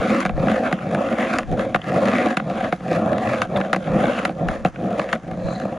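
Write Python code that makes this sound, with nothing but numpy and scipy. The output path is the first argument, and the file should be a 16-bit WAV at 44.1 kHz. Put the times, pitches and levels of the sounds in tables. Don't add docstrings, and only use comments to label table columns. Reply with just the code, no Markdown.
import sys
import numpy as np
from scipy import signal
from scipy.fft import rfft, irfft, next_fast_len
from scipy.io import wavfile
from scipy.ndimage import map_coordinates

SR = 44100
rng = np.random.default_rng(int(sys.argv[2]) if len(sys.argv) > 2 else 0)


def boost(x):
    u = np.asarray(x, float) / 20
    return 10 ** u


def master(y):
    cut = np.clip(np.atleast_2d(y).T, -1, 1)
    pcm = np.round(cut * 32767)
    wavfile.write(sys.argv[1], SR, pcm.astype(np.int16))


N = 254889


def unit(x):
    return x / np.sqrt(np.mean(x ** 2) + 1e-20)


def along(points, hz):
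    point_hz, value = np.transpose(points)
    return np.interp(np.log(hz + 1), np.log(point_hz + 1), value)


def curves(rows):
    s, *columns = np.vstack(rows).T
    return [np.interp(np.arange(N) / SR, s, column) for column in columns]


def wobble(rate):
    knots = rng.standard_normal(int(N * rate / SR) + 4)
    return map_coordinates(knots, [np.arange(N) * rate / SR])


def filtered(x, response):
    m = next_fast_len(N + SR // 2)
    return irfft(rfft(x, m) * response(np.fft.rfftfreq(m, 1 / SR)), m)[..., :N]


def colour(spectrum):
    return lambda hz: boost(along(spectrum, hz))


def modes(table):
    def response(f):
        low, high = table[0][0] * 1.075, table[-1][0] * 2.4
        skirts = (1j * f / low) ** 2 / (1 + 1.4j * f / low - (f / low) ** 2)
        skirts = skirts / (1 + 1.4j * f / high - (f / high) ** 2)
        total = 0
        for k, (hz, width_hz, db) in enumerate(table):
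            damping = 1j * f * width_hz
            total = total + (-1) ** k * boost(db) * damping / (hz * hz - f * f + damping)
        return skirts * total
    return response


def grit(per_s, spread_db, smooth):
    struck = rng.random(N) < per_s / SR
    stones = struck * boost(spread_db * rng.standard_normal(N)) * rng.standard_normal(N)
    crunch_s = 0.00076
    spread = signal.lfilter([1], [1, -np.exp(-1 / (crunch_s * SR))], abs(unit(stones)))
    return unit((smooth + unit(spread)) * rng.standard_normal(N))


# frequency in Hz, level in dB per Hz.
DISTANT_HUM = [(35, -32), (60, 2), (153, -26.5), (658, -20), (866, -17), (1600, -21), (3730, -42.5),
               (6160, -36), (14000, -71)]


def surroundings():
    a, b = filtered(rng.standard_normal((2, N)), colour(DISTANT_HUM))
    return boost(-48) * unit(np.array([a + .3 * b, a - .3 * b]))


# peak time in seconds, peak level in dB, length in seconds.
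GUSTS = [(0, -27, 0.016), (.35, -28, 0.22), (1.506, -27.5, 0.21), (1.77, -42, 0.062), (2.66, -51, 1),
         (3.457, -48, 0.34), (3.93, -35.5, 0.2), (4.07, -42, .15), (4.477, -35.5, 0.23), (4.646, -39, 0.18),
         (5.305, -43, .2), (5.46, -29, 0.067)]
CALM_DB, GUST_FALL_DB, GUST_RISES = -62, 26.5, 1.56


def gusts_db():
    t = np.arange(N) / SR
    swells = []
    for s, db, length in GUSTS:
        away_s = np.maximum(t - s, GUST_RISES * (s - t))
        swells.append(db - GUST_FALL_DB * away_s / length)
    return np.maximum(np.max(swells, axis=0), CALM_DB)


# frequency in Hz, level in dB per Hz.
BUFFET = [(8.8, -34), (15, -4), (48, 0), (128, -7), (373, -27), (400, -29), (520, -59), (880, -120)]


def wind():
    lumps = boost(2.25 * np.array([wobble(18), wobble(4.8)]))
    gusts = unit(filtered(lumps * rng.standard_normal((2, N)), colour(BUFFET)))
    return boost(gusts_db() + 5.5) * gusts


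# middle in seconds, length in seconds, pitch in Hz, width in Hz.
SCRUBS = [
    (1.819, .006, 2800, 400),
    (2.18, .09, 1930, 110),
    (3.2, .5, 100, 35),
    (3.569, .012, 3400, 250),
    (4.15, .18, 2700, 250),
    (4.659, .008, 2600, 300),
    (5.53, .22, 4050, 300),
    (5.53, .22, 6600, 900),
]
SCRUB_DB = [-39, -28, -29.5, -30.5, -38.5, -31, -48, -58]


def scrubs():
    t, out = np.arange(N) / SR, np.zeros(N)
    for (s, length, hz, width_hz), db in zip(SCRUBS, SCRUB_DB):
        edge = modes([(hz, 1.5 * width_hz, 0)])
        rub = unit(filtered(grit(300, spread_db=3, smooth=1.5), lambda f: edge(f) ** 2))
        out += boost(db) * rub * np.exp(-(2 * (t - s) / length) ** 2)
    return out


# weight on in seconds, held for in seconds, load in dB,
# load left at the landing in dB.
ROLLS = [(0, 0.13, -19, -33), (0.437, 0.2, -21.5, -24.5), (0.938, 0.56, -22, -23.5),
         (1.515, 0.057, -20, -31), (1.94, 0.32, -19.5, -31.5), (2.477, 0.2, -24, -38),
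         (2.962, 0.22, -19, -26), (3.522, 0.06, -21.5, -28), (3.88, 0.19, -20.5, -26.5),
         (4.421, 0.08, -22, -41), (4.822, 0.18, -22, -29.5), (5.317, .28, -28.5, -30.5)]
# seconds after it, load in dB.
FLOATS = [(0.092, -33.5), (0.042, -34), (0.08, -45), (0.065, -44.5), (0.041, -36), (0.036, -57),
          (.063, -40.5), (0.11, -38), (0.086, -41), (0.065, -81), (0.069, -51)]
# stiffest pitch in Hz, bending as the weight comes on
# in dB, bending as it eases in dB.
STANCE = [(231, -0.5, 6.5), (243, 2.5, 0.5), (244, 0, 1), (215, 3, 2.5), (237, 0, 3.5), (214, -2.5, 1),
          (218, -0.5, 0.5), (197, -0.5, -1), (224, 0.5, 1.5), (209, 1.5, -0.5), (201, 1.5, -3.5),
          (185, -2, 1.5)]
LIFT_S, REBOUND_S, REBOUND_DB = 0.02, 0.018, -28.5
SETTLE = 0.47
SLACK_HZ, SLACK_S, STIFF_SHARE = 158.6, 0.049, 0.64
LIGHT_NOSE_DB, FLOATING_DB = -3.5, 1


def swing():
    load, flex = [], [(0, STANCE[0][0])]
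    lands = [row[0] for row in LANDINGS] + [N / SR + LIFT_S]
    floats = [-.3] + [s + after for s, (after, _) in zip(lands, FLOATS)]
    for k, ((on, held, db, left_db), (hz, early_db, late_db)) in enumerate(zip(ROLLS, STANCE)):
        land = lands[k]
        lift = land - LIFT_S
        load += [(on, db, early_db), (min(on + held, lift), db, late_db)]
        load += [(lift, left_db, late_db + LIGHT_NOSE_DB)]
        stiffest = floats[k] + STIFF_SHARE * (land - floats[k])
        flex += [(max(stiffest, .01), hz), (land, hz)]
        if k < len(FLOATS):
            load += [(land + REBOUND_S, REBOUND_DB, 0), (floats[k + 1], FLOATS[k][1], FLOATING_DB)]
            flex += [(floats[k + 1] + SLACK_S, SLACK_HZ)]
    ramps, stance_db = curves([(s, boost(SETTLE * db), bend_db) for s, db, bend_db in load])
    return 20 * np.log10(ramps) / SETTLE, stance_db, curves(flex)[0]


# hardest moment in seconds, builds for in seconds,
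# holds for in seconds, truck level in dB.
GRINDS = [(0.093, 0.23, 0.12, -25), (.5, 0.084, 0.055, -30), (0.652, .03, 0.026, -30),
          (0.808, .03, 0.018, -42), (0.937, .05, 0.012, -48), (1.291, 0.29, 0.07, -25.5),
          (1.406, 0.023, 0.0046, -34.5), (1.605, 0.038, 0.013, -29), (1.874, 0.033, 0.018, -33.5),
          (2.101, 0.14, .2, -25), (2.502, 0.018, 0.16, -33.5), (2.95, 0.078, 0.011, -30),
          (3.288, 0.24, 0.093, -29.5), (3.572, 0.043, 0.075, -37), (3.875, 0.055, 0.023, -35),
          (4.039, 0.11, 0.16, -29), (4.498, 0.044, 0.043, -35.5), (5.006, 0.1, .02, -31),
          (5.09, 0.045, .02, -35), (5.584, 0.17, 0.016, -41)]
GRIND_RISE_DB, GRIND_FALL_DB_PER_S = 11.5, 258
RATTLE_DB, RATTLE_T60_S = -20, 0.11
BEND_DB, BEND_FOLLOWS = -22.5, 0.69
TRUCK_DB, TRUCK_FOLLOWS = -41, 0.48
HISS_DB, HISS_FOLLOWS = -47, 0.74


def levels(load_db, stance_db):
    t = np.arange(N) / SR
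    shake = boost(TRUCK_DB + TRUCK_FOLLOWS * (load_db + 18.5)) ** 2
    for s, builds, holds, db in GRINDS:
        ramp_db = np.minimum(GRIND_RISE_DB * (t - s) / builds, GRIND_FALL_DB_PER_S * (s + holds - t))
        shake += boost(db + np.minimum(ramp_db, 0)) ** 2
    for s, db, *_ in LANDINGS:
        shake += boost(db + RATTLE_DB - 60 * abs(t - s) / RATTLE_T60_S) ** 2 * (t > s)
    bend_db = BEND_DB + BEND_FOLLOWS * (load_db + 21) + stance_db
    plate_db = load_db
    truck_db = 10 * np.log10(shake)
    return bend_db, plate_db, truck_db, HISS_DB + HISS_FOLLOWS * (truck_db + 29)


def gliding(force, hz, width_hz):
    turn = np.exp(2j * np.pi * np.cumsum(hz) / SR)
    keep = np.exp(-np.pi * width_hz / SR)
    return (signal.lfilter([1], [1, -2 * keep, keep ** 2], force / turn) * turn).real


def restless(force, level_db, table, drift_db):
    out = 0
    for k, (hz, width_hz, db) in enumerate(table):
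        push = force * boost(level_db + drift_db * wobble(12))
        out = out + (-1) ** k * filtered(push, modes([(hz, width_hz, db)]))
    return out / np.std(filtered(force, modes(table)))


# pitch in Hz, width in Hz, level in dB.
BENDING = [(124.4, 42, -7), (180.5, 68, -2.5), (327.5, 38.5, -0.5)]
# pitch in Hz, width in Hz, level in dB.
PLATE = [(410, 440, -19.5), (529.8, 44.6, 1.5), (641, 75.3, -4), (737.7, 42, -2), (797, 92, -12.5)]
# pitch in Hz, width in Hz, level in dB.
TRUCKS = [(971, 280, -5), (1225, 286, 2), (1498, 238, 2), (1666, 181, 1), (2012, 270, -3.5),
          (2283, 286, -4.5), (2650, 294, -8), (3270, 686, -14.5), (4000, 1120, -23)]
# frequency in Hz, level in dB per Hz.
HISS = [(1940, -16), (3300, 0.5), (4090, -10), (4450, -7.5), (5300, -11.5), (7090, -8), (8120, -24.5),
        (9130, -12), (9740, -13.5), (10300, -18.5), (11600, -35), (14100, -37), (15500, -45)]


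def rolling():
    road = grit(700, spread_db=5.5, smooth=1.66)
    force = road * boost(0.81 * wobble(18) + 1.04 * wobble(50))
    load_db, stance_db, flex_hz = swing()
    bend_db, plate_db, truck_db, hiss_db = levels(load_db, stance_db)
    bending = gliding(force * boost(bend_db), flex_hz, width_hz=72.1)
    bending /= np.std(gliding(force, flex_hz, width_hz=66))
    deck = restless(force, bend_db - 6, BENDING, drift_db=2.5)
    deck += restless(force, plate_db, PLATE, drift_db=1.5)
    trucks = restless(force, truck_db, TRUCKS, drift_db=2.2)
    dust = force * np.sign(rng.standard_normal(N))
    hiss = filtered(dust * boost(hiss_db + wobble(30)), colour(HISS))
    hiss /= np.std(filtered(force, colour(HISS)))
    air = filtered(hiss, lambda hz: hz > 11000)
    hiss += air * (boost(np.minimum(.6 * (hiss_db + 44), 0)) - 1)
    return bending + deck + trucks + hiss


# pitch in Hz, width in Hz, level in dB.
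THUD = [(150, 45, -7), (188, 24, 0), (325, 50, -9)]
# pitch in Hz, width in Hz, level in dB.
KNOCK = [(500, 70, -6), (620, 90, -7), (722, 40, 0), (790, 60, -7)]
# time in seconds, truck peak in dB, then in dB over that peak
LANDINGS = [(0.2514, -8.5, -7.5, -2.5, -14), (0.726, -8, -4.5, -6, -16), (1.3852, -7.5, -23, -6, -9.5),
            (1.745, -4.5, -11, -4, -27), (2.3698, -5, -13.5, -11, -14), (2.7246, -8.5, -7, 0, -23),
            (3.4175, -5.5, -20, -13.5, -12), (3.7298, -5, -12, -6.5, -17.5), (4.2509, -7, -15, -7.5, -8.5),
            (4.6487, -7.5, -3, 3.5, -18.5), (5.1282, -6.5, -22, -10.5, -15)]
# time in seconds, truck peak in dB, then in dB over it
BOUNCES = [(0.2282, -21, -3, -15), (0.261, -10, -21, -13), (0.2933, -15, -3, -31), (0.787, -24, -7, -24),
           (.8215, -27, 0, -14), (1.5234, -39, 18, -32), (1.9605, -31, 14, -30), (2.8601, -29, 9, -25),
           (4.188, -15, -5, -16), (1.759, -7.5, -11.5, -18), (1.8414, -24.5, -8, -12),
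           (1.875, -32.5, 9, -18), (2.3985, -12.5, -7, -35.5), (2.805, -27.5, 0, -36),
           (3.5182, -38, 11, -35), (3.7455, -8.5, -10.5, -40), (3.761, -12, -0.5, -15),
           (3.872, -25, 6, -40), (4.2929, -22, 6, -24), (4.3932, -34, 10, -34), (4.758, -24.5, -16, -29),
           (5.158, -24.5, -2, -27)]
# time in seconds, truck peak in dB, then
# in dB over it # the deck and the hiss.
MORE_BOUNCES = [(.2036, -12, -20, -9.5), (0.4693, -17.5, 7, -17), (0.4831, -13, -19, -33),
                (.5154, -13.5, -5, -18), (0.947, -11, -3, -16), (1.0864, -18, -3, -40), (1.5936, -13, -6, -18),
                (2.4983, -22.5, 7, -11), (2.6101, -21.5, -4, -37), (2.9273, -23.5, -9, -18),
                (3.1307, -18.5, 0.5, -20), (3.1817, -17.5, -11, -13), (3.2885, -21, -5.5, -10),
                (3.5603, -19, -9, -33), (3.5712, -17.5, 0, -9), (3.6121, -12.5, -13, -25),
                (3.6478, -20, -16, -42), (4.0383, -15, 4.5, -41), (4.1187, -21, -4, -21), (4.4853, -10, -13, -16),
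                (4.9942, -12, -4, -21), (5.0896, -21, -8, -21), (5.3122, -25, 0, -17), (5.4838, -26, 3, -38),
                (5.5991, -23.5, -10, -8), (5.6157, -25, -11, -15), (5.7241, -29.5, 11.5, -15)]
THUD_UNDER_KNOCK_DB, SIDE_SCATTER_DB = -4, 1.2


def slaps():
    early, t = 200, np.arange(SR // 8) / SR
    click = np.eye(1, N, early)[0]
    body = [modes(THUD), modes(KNOCK), modes(TRUCKS), colour(HISS)]
    rings = np.array([filtered(click, part)[:len(t)] for part in body])
    crunch = boost(-60 * t / np.array([[.01], [.008], [.022], [.022]]))
    blow = np.array([[5], [4], [2.5], [1.5]]) * boost(-60 * t / np.array([[.006], [.0012], [.0008], [.0008]]))
    trim_db = np.array([[-.5], [-.5], [-1.5], [-1.5]])
    out = np.zeros((2, N + 2 * len(t)))
    small = [(s, db, deck_db + THUD_UNDER_KNOCK_DB, deck_db, hiss_db)
             for s, db, deck_db, hiss_db in BOUNCES + MORE_BOUNCES]
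    for s, db, thud_db, knock_db, hiss_db in LANDINGS + small:
        pan_db = SIDE_SCATTER_DB * rng.standard_normal()
        push = rng.standard_normal(len(t)) * crunch - blow
        parts = signal.fftconvolve(push, rings, axes=1)[:, :len(t)]
        part_db = db + trim_db + np.array([[thud_db], [knock_db], [0], [hiss_db]])
        parts *= boost(part_db) / abs(parts).max(1, keepdims=True)
        start = round(s * SR)
        out[:, start:start + len(t)] += boost(pan_db / 2 * np.array([[1], [-1]])) * parts.sum(0)
    return out[:, early:N + early]


# frequency in Hz, left over right in dB.
TILT = [(60, -1.0), (92, -1.0), (140, -0.5), (210, 0.0), (330, 0.0), (500, -0.5), (770, 0.5), (1170, 0.5),
        (1790, 2.0), (2740, 0.0), (4190, 0.0), (6410, 1.0), (9810, -4.0), (15000, -1.5)]
# frequency in Hz, level in dB.
SCATTER = [(60, -28), (200, -41.5), (380, -22.5), (700, -11.5), (1200, -7.5), (1800, -11), (2700, -12),
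           (4200, -16), (6400, -7), (9800, 3), (15000, -9)]


def ports(x):
    sign = np.array([[1], [-1]])
    x = filtered(x, lambda hz: (1j * hz / 95) ** 2 / (1 + 1.4j * hz / 95 - (hz / 95) ** 2))
    direct = filtered(x, lambda hz: boost(sign * along(TILT, hz) / 2))
    t = np.arange(SR // 20) / SR
    tail = rng.standard_normal(len(t)) * boost(-60 * t / .03)
    scattered = signal.fftconvolve(x.mean(0), tail / np.linalg.norm(tail))[:N]
    scattered *= np.cos(np.cumsum(wobble(6)) * 60 / SR)
    return direct + sign * boost(3.0) * filtered(scattered, colour(SCATTER))


def scene():
    board = rolling() + slaps() + scrubs()
    return ports(board) + wind() + surroundings()


def low_pass(x):
    return signal.sosfilt(signal.butter(12, 15680, fs=SR, output="sos"), x)


def record(dry):
    held = dry / (1 + abs(dry / .85) ** 4) ** (1 / 4)
    left_s = (N - np.arange(N)) / SR
    held = held * np.minimum(left_s / .004, 1)
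    return low_pass(filtered(held, lambda hz: hz < 15700))


dry = scene()
out = record(dry)
master(out)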